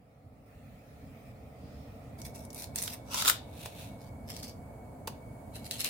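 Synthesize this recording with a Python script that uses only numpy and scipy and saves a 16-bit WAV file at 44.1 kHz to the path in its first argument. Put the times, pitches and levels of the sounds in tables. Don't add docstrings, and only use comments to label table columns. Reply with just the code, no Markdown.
import sys
import numpy as np
from scipy import signal
from scipy.fft import rfft, irfft, next_fast_len
from scipy.io import wavfile
from scipy.ndimage import uniform_filter1d, map_coordinates

SR = 44100
rng = np.random.default_rng(int(sys.argv[2]) if len(sys.argv) > 2 else 0)


def dump_mix(stems):
    frames = np.atleast_2d(stems).T
    limited = np.clip(frames, -1, 1)
    pcm = np.round(limited * 32767).astype(np.int16)
    wavfile.write(sys.argv[1], SR, pcm)


N = 259749
TIME = np.arange(N) / SR
LEAD_S, TRAIL_S = .2, .3


# f/Hz, level/dB
PEEL_COLOUR = [(530, -29), (900, -5), (1090, -6.5), (1540, -11), (1990, -2), (2660, -1), (3110, -14),
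               (3470, -3.5), (5010, -3.5), (6010, 0), (7300, -7), (8450, -1), (13900, -3.5), (15900, -8),
               (16500, -31)]
PUSH_COLOUR = [(350, -40.5), (600, -17), (961, -5), (1200, -6), (1320, -1.5), (1630, -14.5), (3000, -6.5),
               (3260, -7), (5750, -7), (7080, -9.5), (15000, -14), (15800, -16.5), (16500, -39.5)]
PICK_COLOUR = [(700, -35), (1100, -6), (1500, -13), (1750, -5), (2000, -8.5), (2870, -7), (3580, -5),
               (4200, -6), (4710, -0.5), (5500, -4.5), (6650, -8.5), (12400, -9), (15600, -12.5),
               (16500, -29.5)]
GRAB_COLOUR = [(650, -45), (1100, -14.5), (1510, -12.5), (1710, -6), (2490, -5), (2690, -0.5), (3450, -7.5),
               (4090, -1), (5560, -8), (8650, -5.5), (9800, -4.5), (15100, -11.5), (16500, -24.5)]
GRIPS = {"peel": (PEEL_COLOUR, 1400, 1400, -.4), "push": (PUSH_COLOUR, 2200, 420, -1.6),
         "pick": (PICK_COLOUR, 650, 650, .7), "grab": (GRAB_COLOUR, 1200, 900, .3)}
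# grip, t/s, length/s, level/dB, swell during the stroke/dB
FINGER_STROKES = [("peel", 2.191, .008, -52, 0), ("peel", 2.251, .015, -45, 0), ("peel", 2.35, .1, -57, -7),
                  ("peel", 2.56, .08, -45.5, 3), ("peel", 2.76, .18, -42.5, -3),
                  ("push", 3.142, .085, -32.5, -1), ("push", 3.279, .018, -25.5, -2),
                  ("pick", 4.015, .07, -62, -4), ("pick", 4.29, .045, -48, 3),
                  ("pick", 4.368, .03, -48.5, -5), ("pick", 4.43, .07, -53, -4),
                  ("grab", 5.556, .04, -52, -8), ("grab", 5.645, .02, -47, 2),
                  ("grab", 5.715, .055, -46.5, -4), ("grab", 5.803, .008, -34, 0),
                  ("grab", 5.847, .045, -36, -4)]

def foil():
    out = np.zeros((2, N))
    for grip, start, length, db, swell_db in FINGER_STROKES:
        colour, rate, attack, grip_db = GRIPS[grip]
        creases = shimmer(crackle(colour, rate, spread_db=3.5, scatter_s=.009), depth_db=3.3)
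        gain = stroke(length, attack, release=600, swell_db=swell_db)
        add(out, start - LEAD_S, amp(db + grip_db) * shaped(creases, gain))
    return out * amp(1.3 * wobble(45))


# t/s, level/dB, low body/dB, ring f/Hz, lean to the left/dB
SNAPS = [(2.217, -41, -25, 5960, 0), (2.359, -44.5, -4, 10300, 8), (2.451, -46, -13, 9000, 2),
         (2.504, -45, -14, 5900, 1.5), (2.53, -44.5, -12.5, 9600, 2), (2.546, -39, -17.5, 9500, 2),
         (2.622, -39.5, -2, 6000, 4.5), (2.642, -40.5, -3, 4400, -1.5), (2.7588, -26, -16.5, 8560, -3.5),
         (2.786, -29, -6.5, 5750, -3.5), (2.82, -32, -11, 9500, 0), (2.825, -29.5, -18, 9800, -6),
         (2.837, -30, -9, 8300, -3.5), (2.878, -31.5, 7, 3320, -5.5), (4.302, -38.5, 0, 5510, -1.5),
         (4.365, -40, -5, 5630, 1), (4.431, -41, -4, 4680, 3), (5.7111, -27.5, -19, 4100, 0),
         (5.8455, -24.5, -6, 4130, 9)]
SLIPS = [(3.144, -27, 1.5, 5510, -3), (3.222, -25.5, 2, 3760, 2.5), (3.2497, -26, 0, 3800, -0.5),
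         (3.258, -26.5, 3.5, 3450, 1), (3.2795, -16.5, -1.5, 3760, 1), (3.286, -24, -6.5, 8610, 5),
         (3.2985, -16.3, 0, 8420, 9.5)]

def snaps():
    out, t = np.zeros((2, N)), np.arange(SR // 12) / SR
    scatter = amp(-3.5) * decay(t, .04)
    for start, db, body_db, ring_hz, left_db in [*SNAPS, *SLIPS]:
        direct = amp([[left_db], [-left_db]]) * decay(t, .006)
        burst = rng.choice([-1, 1], (2, len(t))) * (direct + scatter)
        crack, body, ring = (7500, 7000, 0), (2090, 2200, body_db), (ring_hz, 660, 7.5)
        snap = ringing(burst, [crack, body, ring])
        onset_level = np.sqrt(np.mean(snap[:, :SR // 333] ** 2))
        add(out, start, amp(db - .9) * snap / onset_level)
    return out


# f/Hz, width/Hz, level/dB
WRAPPER_NOTES = [(900, 450, -4.5), (3100, 440, -4.5), (3650, 170, -1.5), (4600, 130, -22.5),
                 (8000, 150, -2.5), (13400, 1800, 2.5)]

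def with_hollow_wrapper(foil_sound):
    out, start = foil_sound.copy(), SLIPS[-1][0] - LEAD_S
    gain = amp(-2.5) * stroke(length=.012, attack=370, release=260)
    breakout = shaped(foil_sound[:, round(start * SR):], gain)
    add(out, start, ringing(breakout, WRAPPER_NOTES))
    return out


def wrapper_pops():
    out, t = np.zeros((2, N)), np.arange(SR // 12) / SR
    first_hz, last_hz = 1002, 1487
    phase_lag = np.array([[0], [1.1]])
    times = [row[0] for row in SLIPS]
    for start in times:
        travel = (start - times[0]) / (times[-1] - times[0])
        hz = first_hz + (last_hz - first_hz) * travel ** .68
        pop = np.sin(2 * np.pi * hz * t - phase_lag) * (1 - np.exp(-t / .000793))
        nudge = noise_band(len(t), hz=450, width=650)
        add(out, start, amp(-28) * decay(t, .038) * (pop + amp(-12) * nudge))
    return out


# t/s, splash level/dB, gulp level/dB
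PLOPS = [(3.656, -28, -29.5), (5.0725, -22.5, -25)]
# f/Hz, width/Hz, level/dB
AIR_POCKETS = [(230, 150, -3), (510, 270, 1.5), (868, 140, 5), (2520, 520, -5.5)]

def plops():
    out, t = np.zeros((2, N)), np.arange(SR // 8) / SR
    for start, splash_db, gulp_db in PLOPS:
        spray = rng.standard_normal((2, len(t))) * decay(t, .043) * (1 - np.exp(-t / .0017))
        splash = filtered(spray, lambda f: resonance(f, hz=6000, width=45000))
        add(out, start, amp(splash_db - 5.5) * splash)
        churn = rng.standard_normal(len(t)) * decay(t, .024)
        gulp = ringing(churn, AIR_POCKETS)
        add(out, start + .003, amp(gulp_db) * gulp / np.abs(gulp).max())
    return out


# f/Hz, width/Hz, level/dB
TRAY_NOTES = [(4590, 130, -1), (5025, 150, 0), (5650, 240, -3)]

def tray():
    out, start = np.zeros((2, N)), 4.432
    scrape = crackle(PICK_COLOUR, rate=400, spread_db=3, scatter_s=.006)
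    chime = unit(ringing(scrape, TRAY_NOTES))
    add(out, start - LEAD_S, amp(-56.5) * shaped(chime, stroke(length=.06, attack=250, release=380)))
    return out


# f/Hz, level/dB
SLEEVE_COLOUR = [(880, -22), (1500, -11.5), (1980, -12), (2630, -1), (3110, -9.5), (3680, -2),
                 (5090, -13.5), (5780, -10), (7180, -13), (9750, -10.5), (15800, -14)]
# t/s, length/s, level/dB
ARM_SWINGS = [(3.609, 0.044, -50.5), (3.797, 0.034, -51.5)]

def sleeve():
    out = np.zeros((2, N))
    for start, length, db in ARM_SWINGS:
        cloth = crackle(SLEEVE_COLOUR, rate=3000, spread_db=5, scatter_s=.0104)
        add(out, start - LEAD_S, amp(db + 1.3) * shaped(cloth, stroke(length, attack=148, release=148)))
    return out


# f/Hz, level/dB
FLAME_FRONT = [(15, -60), (25, -22), (76, -1), (124, -2.5), (142, -1.5), (162, -8.5), (270, -6), (335, -20),
               (376, -24), (444, -11), (490, -14), (705, -12.5), (874, -23), (950, -28), (1300, -25.5),
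               (1690, -50), (2860, -120)]
FLAME_CLOSE = [(15, -41.5), (30, -21.5), (59, -4), (112, -1), (171, -7.5), (257, -5), (366, -19.5),
               (452, -12.5), (494, -14), (560, -11.5), (728, -10.5), (800, -19), (870, -16), (1090, -25.5),
               (1700, -33), (2400, -38.5), (3000, -63)]

def flame(close):
    rumble = (1 - close) * amp(-46.9) * rush(FLAME_FRONT) + close * amp(-46.3) * rush(FLAME_CLOSE)
    flutter = wobble(14) * filtered(rumble, lambda f: f < 300)
    return rumble + amp(-13.5) * flutter


# f/Hz, level/dB
GAS_COLOUR = [(650, -36), (1100, -15), (1290, -3), (1580, -10), (1870, -2.5), (2400, -4), (2880, -12.5),
              (3960, -15), (6820, -19.5), (9690, -17.5), (12900, -22.5), (15200, -13), (15900, -18.5),
              (16500, -21)]
# from t/s, level/dB
GAS_LEVELS = [(0, -65), (0.46, -59.8), (1.32, -63.5)]

def gas_hiss():
    starts, db = np.transpose(GAS_LEVELS)
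    gain = amp(db[np.searchsorted(starts[1:], TIME)])
    return gain * shimmer(rush(GAS_COLOUR), depth_db=2.3)


# t/s, level/dB
WHISTLE_LEVELS = [(2.3, -65.5), (3.7, -69), (4.06, -66.5), (4.55, -70), (4.7, -67), (5.0, -76), (5.26, -65),
                  (5.42, -71.5), (5.89, -63)]

def jet_whistle():
    gain = amp(np.interp(TIME, *np.transpose(WHISTLE_LEVELS)))
    return gain * noise_band((2, N), hz=2229, width=51)


# f/Hz, level/dB
FIZZ_COLOUR = [(1530, -46), (2600, -6.5), (3950, -12.5), (4360, -6.5), (5720, -14), (6130, -9),
               (8690, -3.5), (13600, -8), (15900, -6.5), (16500, -31)]

def soup_fizz():
    dissolving_s = np.maximum(TIME - PLOPS[-1][0], 0)
    return amp(-69.3 + 4.5 * dissolving_s) * shimmer(rush(FIZZ_COLOUR), depth_db=.7)


def sizzle():
    out, t = np.zeros((2, N)), np.arange(2 * SR // 3) / SR - LEAD_S
    start, length = 1.67, .15
    hiss = noise_band((2, len(t)), hz=3500, width=4200)
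    song_hz = np.interp(t, [0, length], [4900, 5400])
    flutter = noise_band((2, len(t)), hz=60, width=150)
    song = unit(flutter * np.sin(2 * np.pi * np.cumsum(song_hz) / SR))
    gain = amp(-69) * stroke(length, attack=80, release=45)
    add(out, start - LEAD_S, shaped(hiss + amp(-7) * song, gain))
    return out


def stove():
    jump_s, fade_s, first_gain = 2.18, 2.02, .29
    close = np.clip((TIME - jump_s) * 100 + .5, 0, 1)
    fade_in = np.interp(TIME, [0, fade_s], [first_gain, 1])
    return fade_in * (flame(close) + (1 - close) * gas_hiss() + close * (jet_whistle() + soup_fizz()))


# f/Hz, t/s
ECHO_TIMES = [(200, 1), (1200, 0.22), (3500, 0.33), (8000, 0.18), (15000, 0.16)]

def kitchen_echo(x):
    hz, t, noise = signal.stft(rng.standard_normal((2, SR // 2)), SR, nperseg=256)
    tail = signal.istft(noise * decay(t, along(ECHO_TIMES, hz)[:, None]), SR, nperseg=256)[1]
    tail = np.pad(tail / np.linalg.norm(tail[0]), ((0, 0), (SR // 200, 0)))
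    return signal.fftconvolve(x, tail, axes=1)[:, :N]


# f/Hz, likeness (1 is the same, 0 is unrelated)
LIKENESS = [(60, 0.97), (150, 0.99), (380, 0.84), (950, 0.17), (2380, -0.13), (5980, 0.076), (15000, 0.091)]

def rush(colour):
    def response(f):
        angle = np.arccos(np.clip(along(LIKENESS, f), -1, 1)) / 2
        return amp(along(colour, f)) * [np.cos(angle), np.sin(angle)]
    mid, side = filtered(rng.standard_normal((2, N)), response)
    return unit(np.array([mid + side, mid - side]))


def crackle(colour, rate, spread_db, scatter_s):
    n, t = 2 * SR // 3, np.arange(SR // 50) / SR
    clicks = (rng.random(n) < rate / SR) * amp(spread_db * np.clip(rng.standard_normal(n), -2, 2))
    power = np.abs(signal.fftconvolve(clicks ** 2, decay(t, scatter_s) ** 2)[:n])
    scattered = np.sqrt(power) * rng.standard_normal((2, n))
    return unit(filtered(scattered, lambda f: amp(along(colour, f))))


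def shimmer(x, depth_db):
    bands = signal.stft(x, nperseg=512)[2]
    drift = uniform_filter1d(rng.standard_normal(bands.shape[1:]), size=4, axis=0)
    drift = uniform_filter1d(drift, size=12, axis=1)
    return unit(signal.istft(bands * amp(depth_db * unit(drift)), nperseg=512)[1][:, :x.shape[-1]])


def stroke(length, attack, release, swell_db=0):
    t = np.arange(-LEAD_S, length + TRAIL_S, 1 / SR)
    edges_db = attack * np.maximum(-t, 0) + release * np.maximum(t - length, 0)
    return amp(swell_db * (np.clip(t / length, 0, 1) - .5) - edges_db)


def shaped(sound, gain):
    n = min(sound.shape[-1], len(gain))
    return sound[..., :n] * gain[:n]


def noise_band(shape, hz, width):
    return unit(filtered(rng.standard_normal(shape), lambda f: resonance(f, hz, width) ** 2))


def ringing(x, notes):
    return filtered(x, lambda f: sum(amp(db) * resonance(f, hz, width) for hz, width, db in notes))


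def resonance(f, hz, width):
    return 1j * f * width / (hz * hz - f * f + 1j * f * width)


def filtered(x, response):
    n = x.shape[-1]
    padded = next_fast_len(n + 8192)
    return irfft(rfft(x, padded) * response(np.fft.rfftfreq(padded, 1 / SR)), padded)[..., :n]


def wobble(rate):
    return map_coordinates(rng.standard_normal(int(N * rate / SR) + 4), [TIME * rate])


def along(points, hz):
    f, values = np.transpose(points)
    return np.interp(np.log(hz + 1), np.log(f + 1), values)


def add(track, start, x):
    part = track[:, round(start * SR):][:, :x.shape[-1]]
    part += x[..., :part.shape[1]]


def decay(t, seconds):
    return amp(-60 * t / seconds)


def amp(db):
    return 10 ** (np.asarray(db) / 20)


def unit(x):
    return x / np.sqrt(np.mean(x ** 2) + 1e-20)


def scene():
    hands = with_hollow_wrapper(foil() + snaps()) + wrapper_pops() + tray() + plops() + sleeve()
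    return hands + amp(-10) * kitchen_echo(hands) + (stove() + sizzle()) * amp([[-.5], [.5]])


# f/Hz, side boost/dB
STEREO_WIDTH = [(30, 5), (70, 4.5), (400, -2), (1200, 0.5), (2400, -1), (4400, 0.5), (8000, 0), (15000, 1)]

def record(dry):
    top_hz = 15900
    mid = (dry[0] + dry[1]) / 2
    side = filtered((dry[0] - dry[1]) / 2, lambda f: amp(along(STEREO_WIDTH, f)))
    return filtered(np.array([mid + side, mid - side]), lambda f: f < top_hz)


dry = scene()
out = record(dry)
dump_mix(out)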